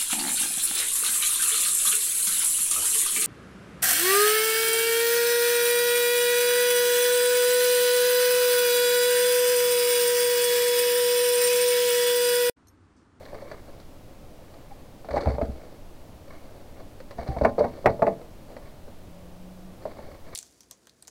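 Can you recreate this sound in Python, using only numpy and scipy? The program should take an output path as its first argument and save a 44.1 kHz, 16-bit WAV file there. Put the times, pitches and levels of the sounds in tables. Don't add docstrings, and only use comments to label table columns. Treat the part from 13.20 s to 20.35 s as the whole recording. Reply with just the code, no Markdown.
import sys
import numpy as np
from scipy import signal
from scipy.fft import rfft, irfft, next_fast_len
from scipy.io import wavfile
from scipy.ndimage import map_coordinates

SR = 44100
rng = np.random.default_rng(int(sys.argv[2]) if len(sys.argv) > 2 else 0)


def digitize_waveform(pressure):
    field = np.atleast_2d(pressure).T
    bounded = np.clip(field, -1, 1)
    quanta = np.round(bounded * 32767).astype(np.int16)
    wavfile.write(sys.argv[1], SR, quanta)


N = 315215

# frequency in Hz, relative density in dB.
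AIR_SPECTRUM = [(25, -15), (45, -11), (70, -5), (110, -8.5), (200, -12.5), (310, -12), (410, -18),
                (560, -13), (860, -22.5), (1600, -31.5), (4600, -36.5), (7500, -42), (15500, -45)]
RUMBLE_SPECTRUM = [(3, 0), (15, 0), (25, -4), (45, -18), (100, -50)]
# peak time in s, level in dB (before a 2 dB cut), pitch in Hz,
# time from peak to 1/e in s.
GROANS = [(1.523, -38, 807, 0.0093), (1.976, -20, 816, 0.012), (4.113, -32, 778, 0.027),
          (4.165, -35, 765, .02)]
# start in s, length in s, effort in dB, crispness in dB.
STROKES = [(0, 0.37, -47.5, 2.5), (0.462, 0.1, -47.5, -6), (1.2, 0.49, -65, -1), (1.899, 0.22, -30.5, -0.5),
           (2.2, 0.058, -35, -14), (2.307, 0.22, -46.5, -7), (3.099, 0.053, -50.5, 6),
           (3.199, 0.3, -51, -10.5), (3.555, 0.042, -44.5, -4), (3.969, 0.065, -35, -1),
           (4.062, 0.15, -39, -3), (4.204, 0.054, -31.5, -8), (4.375, 0.081, -35.5, 1),
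           (4.523, 0.074, -40.5, -6), (4.677, 0.02, -33, -2), (4.82, 0.078, -46.5, 3),
           (4.947, 0.11, -48, -23), (5.276, 0.055, -41.5, -13), (5.414, 0.071, -48.5, -0.5),
           (6.6, 0.34, -45, -2), (7.041, 0.12, -48, 2)]
# frequency in Hz, relative density in dB.
RUB_SPECTRUM = [(150, -2), (380, 8), (570, 13), (780, 4.5), (1000, -10.5), (1500, -7.5), (2900, -46)]
CRUMB_SPECTRUM = [(600, -27), (1100, 11.5), (1450, -6), (1750, 5), (2000, 0.5), (2250, 8), (2550, -32),
                  (3000, -42), (4000, -46)]
# time in s, level in dB.
THUMPS = [(1.907, -30), (1.937, -30), (1.969, -31), (2.061, -16.5), (2.072, -15.5), (2.134, -26),
          (2.224, -18), (2.284, -24.5), (3.985, -31), (4.086, -19.5), (4.166, -24.5), (4.215, -18),
          (4.387, -40), (4.66, -29)]
# frequency in Hz, relative level in dB, t60 in s.
PANEL_MODES = [(67, 0, .2), (83, -3, .11), (116, -3, .11)]
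# frequency in Hz, relative level in dB.
BOX_MODES = [(205, -4), (243, -4), (275, -8), (335, -5), (445, 0), (575, -4), (606, -8), (667, -5),
             (770, -10), (840, -4), (940, -6), (1044, -5), (1163, -8), (1401, -14), (1549, -13)]
# frequency in Hz, t60 in s.
WALL_T60 = [(150, 0.47), (600, 0.11), (2000, 0.12), (5000, 0.053), (12000, 0.046)]
# frequency in Hz, relative density in dB.
WOOD_SPECTRUM = [(250, -53), (420, 6.5), (600, 8.5), (760, 1.5), (950, -2.5), (1250, -14), (1700, -92),
                 (3000, -73)]
HOLLOW_SPECTRUM = [(50, -42), (115, 19.5), (170, 8.5), (220, 20.5), (310, 10.5), (380, 3.5), (600, -43.5)]
CRACK_SPECTRUM = [(600, -22), (1100, 13.5), (1500, 7.5), (1800, 6), (2200, 5), (2600, -6), (3100, -25.5),
                  (6000, -26), (12000, -34)]
CLAW_SPECTRUM = [(2000, -9), (3100, -14), (3900, -4.5), (4550, 1.5), (5200, -12.5), (5900, -11),
                 (7000, -23), (8500, -18), (10000, -30), (13000, -54)]
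# time in s, level in dB, board ring in Hz, hardness in dB,
# follow-through in dB against the level.
KNOCKS = [(0.008, -41.5, 547, -15, -9), (0.053, -50, 565, 2, -12), (0.074, -45.5, 610, -12, 0),
          (0.126, -40.5, 577, -17, 5), (0.145, -36.5, 570, -4, 1), (0.221, -35, 590, -15, -10),
          (0.258, -40.5, 550, -26, -6), (0.314, -35.5, 600, -2, -0.5), (0.599, -54, 654, 0, -14),
          (1.34, -43, 577, -9, -22), (1.846, -35.5, 770, -12, -20), (1.887, -30.5, 620, -9, -20),
          (1.908, -31.5, 537, -7, 0), (1.939, -24, 572, -24, -0.5), (1.964, -25, 633, -4.5, 6.5),
          (1.976, -31, 677, 1.5, -4), (2.008, -42, 560, 7, -14), (2.058, -28, 800, -6.5, -2),
          (2.073, -23, 646, -12, -23), (2.102, -28, 580, -14, -6), (2.149, -36, 773, -9, -2),
          (2.183, -21.5, 577, -24, -25), (2.214, -22, 640, -11, -6), (3.079, -46, 560, -9, -18),
          (3.135, -45, 654, -9, -10), (3.606, -43, 544, -14, -19), (3.802, -40.5, 546, -3, -11),
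          (3.909, -37, 556, -2.5, -11), (3.983, -33.5, 697, -12, 3.5), (4.078, -50, 730, 3, -13),
          (4.087, -34.5, 705, -11, -14), (4.165, -26, 687, -17, -4.5), (4.212, -15.5, 586, -22, -4),
          (4.237, -20.5, 562, -18, -22), (4.248, -13, 657, -3, 3.5), (4.382, -15.5, 526, -27, 0.5),
          (4.392, -46.5, 553, 8.5, -13), (4.404, -16.5, 594, -25, 1), (4.442, -20, 640, -13, 2),
          (4.644, -26.5, 550, -36, -7), (4.6585, -5.5, 615, -8, -11.5), (4.6672, -12, 718, -9, -11),
          (4.691, -24, 553, -23, -23), (4.794, -30.5, 565, -22, -8), (4.8205, -14.5, 664, -10, 4.5),
          (4.8675, -16, 632, -11.5, -9.5), (4.878, -15.5, 654, -19, -11.5), (5.015, -39, 520, -14, -10),
          (5.366, -34.5, 582, -7, -17), (5.68, -38, 495, -17, -19), (6.654, -26.5, 607, -34, -21),
          (6.787, -38.5, 638, -26, -0.5)]

AIR_DB, RUMBLE_DB = -48, -45.5
HUM_START_S, HUM_LENGTH_S, HUM_FADE_S = 5.68, 0.91, 0.12
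HUM_START_HZ, HUM_RISE_HZ_PER_S = 172, 16.4
HUM_START_DB, HUM_SWELL_DB_PER_S, HUM_WAVER_DB = -55.5, 11.5, 2

ATTACK_S, RELEASE_S = 0.016, 0.041
GENTLE_DB = -43.5
RUB_DB, CRUMB_DB, SCRATCH_DB = -48, -55.5, -64
CRUMB_GROWTH_DB_PER_DB, SCRATCH_GROWTH_DB_PER_DB = 0.56, 0.81
SCRATCH_CRISP = 0.4
RUB_SPREAD_DB, CRUMB_SPREAD_DB, SCRATCH_SPREAD_DB = 2, 6, 3
CATCH_DB = 3.5

TAPS_PER_S, TAP_DB, TAP_HARDNESS_DB = 9.2, -42.5, -9
TAP_GROWTH_DB_PER_DB, TAP_SPREAD_DB = 1, 7.5

BOARD_DB, GRAIN_DB, HOLLOW_DB = 5.5, -3, -9.5
BOARD_T60_S = 0.028
TICK_DB, TICK_LOSS_DB_PER_DB, LIGHT_DB = -17.5, 0.69, -25.5
LUMPS_PER_S, LUMP_DB = 420, 3
WALLS_DB, BOX_DB = -14.5, -21.5
THUMP_HOLLOW_DB = -5
FOLLOW_SWINGS, FOLLOW_DULLER_DB = 3, 8

CEILING, TOP_HZ = 0.54, 15850


def amp(db):
    return 10 ** (np.asarray(db) / 20)


def unit(x):
    return x / np.sqrt(np.mean(x ** 2) + 1e-20)


def along(points, hz):
    f, v = np.transpose(points)
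    return np.interp(np.log(hz + 1), np.log(f), v)


def colour(x, spectrum):
    m = next_fast_len(len(x))
    gain = amp(along(spectrum, np.fft.rfftfreq(m, 1 / SR)))
    return unit(irfft(rfft(x, m) * gain, m)[:len(x)])


def add(track, start_s, sound):
    part = track[max(round(start_s * SR), 0):][:len(sound)]
    part += sound[:len(part)]


def clock():
    return np.arange(SR // 2) / SR


def wobble(rate, size):
    at = np.arange(size) * rate / SR
    return map_coordinates(rng.standard_normal(4096), [at], order=1, mode="wrap")


def gate(start, length, attack, release):
    t = np.arange(N) / SR - start
    return np.clip(t / attack, 0, 1) * np.exp(-np.clip((t - length) / release, 0, 20))


def onset(rise):
    return 1 - np.exp(-(clock() / rise) ** 2)


def burst(spectrum, t60, rise, rough_db=0):
    fade = onset(rise) * amp(-60 * clock() / t60)
    lumps = amp(rough_db * wobble(LUMPS_PER_S, size=len(fade)))
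    strike = rng.standard_normal(len(fade)) * lumps
    return unit(colour(strike, spectrum) * fade) * np.sqrt(np.mean(fade ** 2))


def ring(modes, scatter_db):
    t = clock()
    total = np.zeros(len(t))
    for hz, db, t60 in modes:
        decay = amp(db + scatter_db * rng.normal() - 60 * t / t60)
        total += decay * np.sin(2 * np.pi * hz * t)
    return total


def grains(rate, spread_db):
    hits = rng.random(N) < rate / SR
    return hits * rng.choice([-1, 1], N) * amp(spread_db * rng.uniform(-1.4, 1, N))


def background():
    t = np.clip(np.arange(N) / SR - HUM_START_S, 0, HUM_LENGTH_S)
    fade = np.clip(np.minimum(t, HUM_LENGTH_S - t) / HUM_FADE_S, 0, 1)
    hum_hz = HUM_START_HZ + HUM_RISE_HZ_PER_S * t
    tone = np.sqrt(2) * np.sin(2 * np.pi * np.cumsum(hum_hz) / SR)
    hum_db = HUM_START_DB + HUM_SWELL_DB_PER_S * t + HUM_WAVER_DB * wobble(12, size=N)
    air = amp(AIR_DB) * colour(rng.standard_normal(N), AIR_SPECTRUM)
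    rumble = amp(RUMBLE_DB) * colour(rng.standard_normal(N), RUMBLE_SPECTRUM)
    return air + rumble + fade * amp(hum_db) * tone


def groans():
    t = np.arange(N) / SR
    track = np.zeros(N)
    for peak_s, db, hz, half_s in GROANS:
        waver_rad = 0.35 * colour(rng.standard_normal(N), [(30, 0), (150, -80)])
        swell = np.exp(-((t - peak_s) / half_s) ** 2)
        track += amp(db - 2) * swell * np.sin(2 * np.pi * hz * t + waver_rad)
    return track


def scrabble():
    rub, crumbs, scratch = np.zeros((3, N))
    for start, length, effort_db, crisp_db in STROKES:
        shape = gate(start, length, ATTACK_S, RELEASE_S)
        push_db = effort_db - GENTLE_DB
        crumb_db = CRUMB_DB + CRUMB_GROWTH_DB_PER_DB * push_db + crisp_db
        scratch_db = SCRATCH_DB + SCRATCH_GROWTH_DB_PER_DB * push_db + SCRATCH_CRISP * crisp_db
        rub += shape * amp(RUB_DB + push_db)
        crumbs += shape * amp(crumb_db)
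        scratch += shape * amp(scratch_db)
    grip = colour(rng.standard_normal(N), [(8, -10), (20, 0), (60, -3), (200, -60), (500, -120)])
    catch = unit(amp(CATCH_DB * grip))
    rubbing = rub * colour(grains(rate=1500, spread_db=RUB_SPREAD_DB), RUB_SPECTRUM)
    crackling = crumbs * colour(grains(rate=1300, spread_db=CRUMB_SPREAD_DB), CRUMB_SPECTRUM)
    scratching = scratch * colour(grains(rate=2100, spread_db=SCRATCH_SPREAD_DB), CLAW_SPECTRUM)
    return catch * (rubbing + crackling + scratching)


def enclosure(x, wet_db, box_db):
    t = clock()
    hz, frames, z = signal.stft(rng.standard_normal(len(t)), SR, nperseg=256)
    decay = amp(-60 * frames / along(WALL_T60, hz)[:, None])
    tail = signal.istft(z * decay, SR)[1][:len(t)] * onset(0.005)
    box = np.zeros(len(t))
    for mode_hz, db in BOX_MODES:
        box += rng.choice([-1, 1]) * ring([(mode_hz, db, 0.28)], scatter_db=2)
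    answer = amp(wet_db) * tail / np.linalg.norm(tail) + amp(box_db) * box / np.linalg.norm(box)
    return x + signal.fftconvolve(x, answer)[:len(t)]


def blow(db, hz, hardness_db):
    board = amp(BOARD_DB) * onset(0.00052) * ring([(hz, 0, BOARD_T60_S)], scatter_db=2)
    grain = amp(GRAIN_DB) * burst(WOOD_SPECTRUM, t60=0.069, rise=0.0038)
    hollow = amp(HOLLOW_DB) * burst(HOLLOW_SPECTRUM, t60=0.055, rise=0.0023)
    crack = amp(hardness_db) * burst(CRACK_SPECTRUM, t60=0.037, rise=0.00074, rough_db=LUMP_DB)
    tick_db = hardness_db + TICK_DB - TICK_LOSS_DB_PER_DB * (db - LIGHT_DB)
    tick = amp(tick_db) * burst(CLAW_SPECTRUM, t60=0.057, rise=0.00024, rough_db=LUMP_DB)
    contact = amp(db) * (board + grain + hollow + crack + tick)
    return enclosure(contact, wet_db=WALLS_DB, box_db=BOX_DB)


def taps():
    track = np.zeros(N)
    for start, length, effort_db, crisp_db in STROKES:
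        top_db = TAP_DB + TAP_GROWTH_DB_PER_DB * (effort_db - GENTLE_DB)
        for when, size, pitch in rng.random((int(length * TAPS_PER_S), 3)):
            tap_db = top_db - TAP_SPREAD_DB * size
            tap = blow(tap_db, 540 + 160 * pitch, TAP_HARDNESS_DB + crisp_db)
            add(track, start + when * length, tap)
    return track


def thumps():
    track = np.zeros(N)
    for start_s, db in THUMPS:
        panel = ring(PANEL_MODES, scatter_db=2) * onset(0.0063)
        cavity = amp(THUMP_HOLLOW_DB) * burst(HOLLOW_SPECTRUM, t60=0.1, rise=0.0058)
        add(track, start_s, amp(db) * (panel + cavity))
    return track


def knocks():
    track = np.zeros(N)
    for start_s, db, hz, hardness_db, follow_db in KNOCKS:
        add(track, start_s, blow(db, hz, hardness_db))
        follow = blow(db + follow_db, hz, hardness_db - FOLLOW_DULLER_DB)
        add(track, start_s + FOLLOW_SWINGS / hz, follow)
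    return track


def scene():
    movement = groans() + scrabble() + taps()
    return (background() + movement + thumps() + knocks())[None]


def record(dry):
    clipped = dry / (1 + np.abs(dry / CEILING) ** 14) ** (1 / 14)
    m = next_fast_len(N + SR // 2)
    passband = np.fft.rfftfreq(m, 1 / SR) < TOP_HZ
    return irfft(rfft(clipped, m) * passband, m)[..., :N]


dry = scene()
out = record(dry)
digitize_waveform(out)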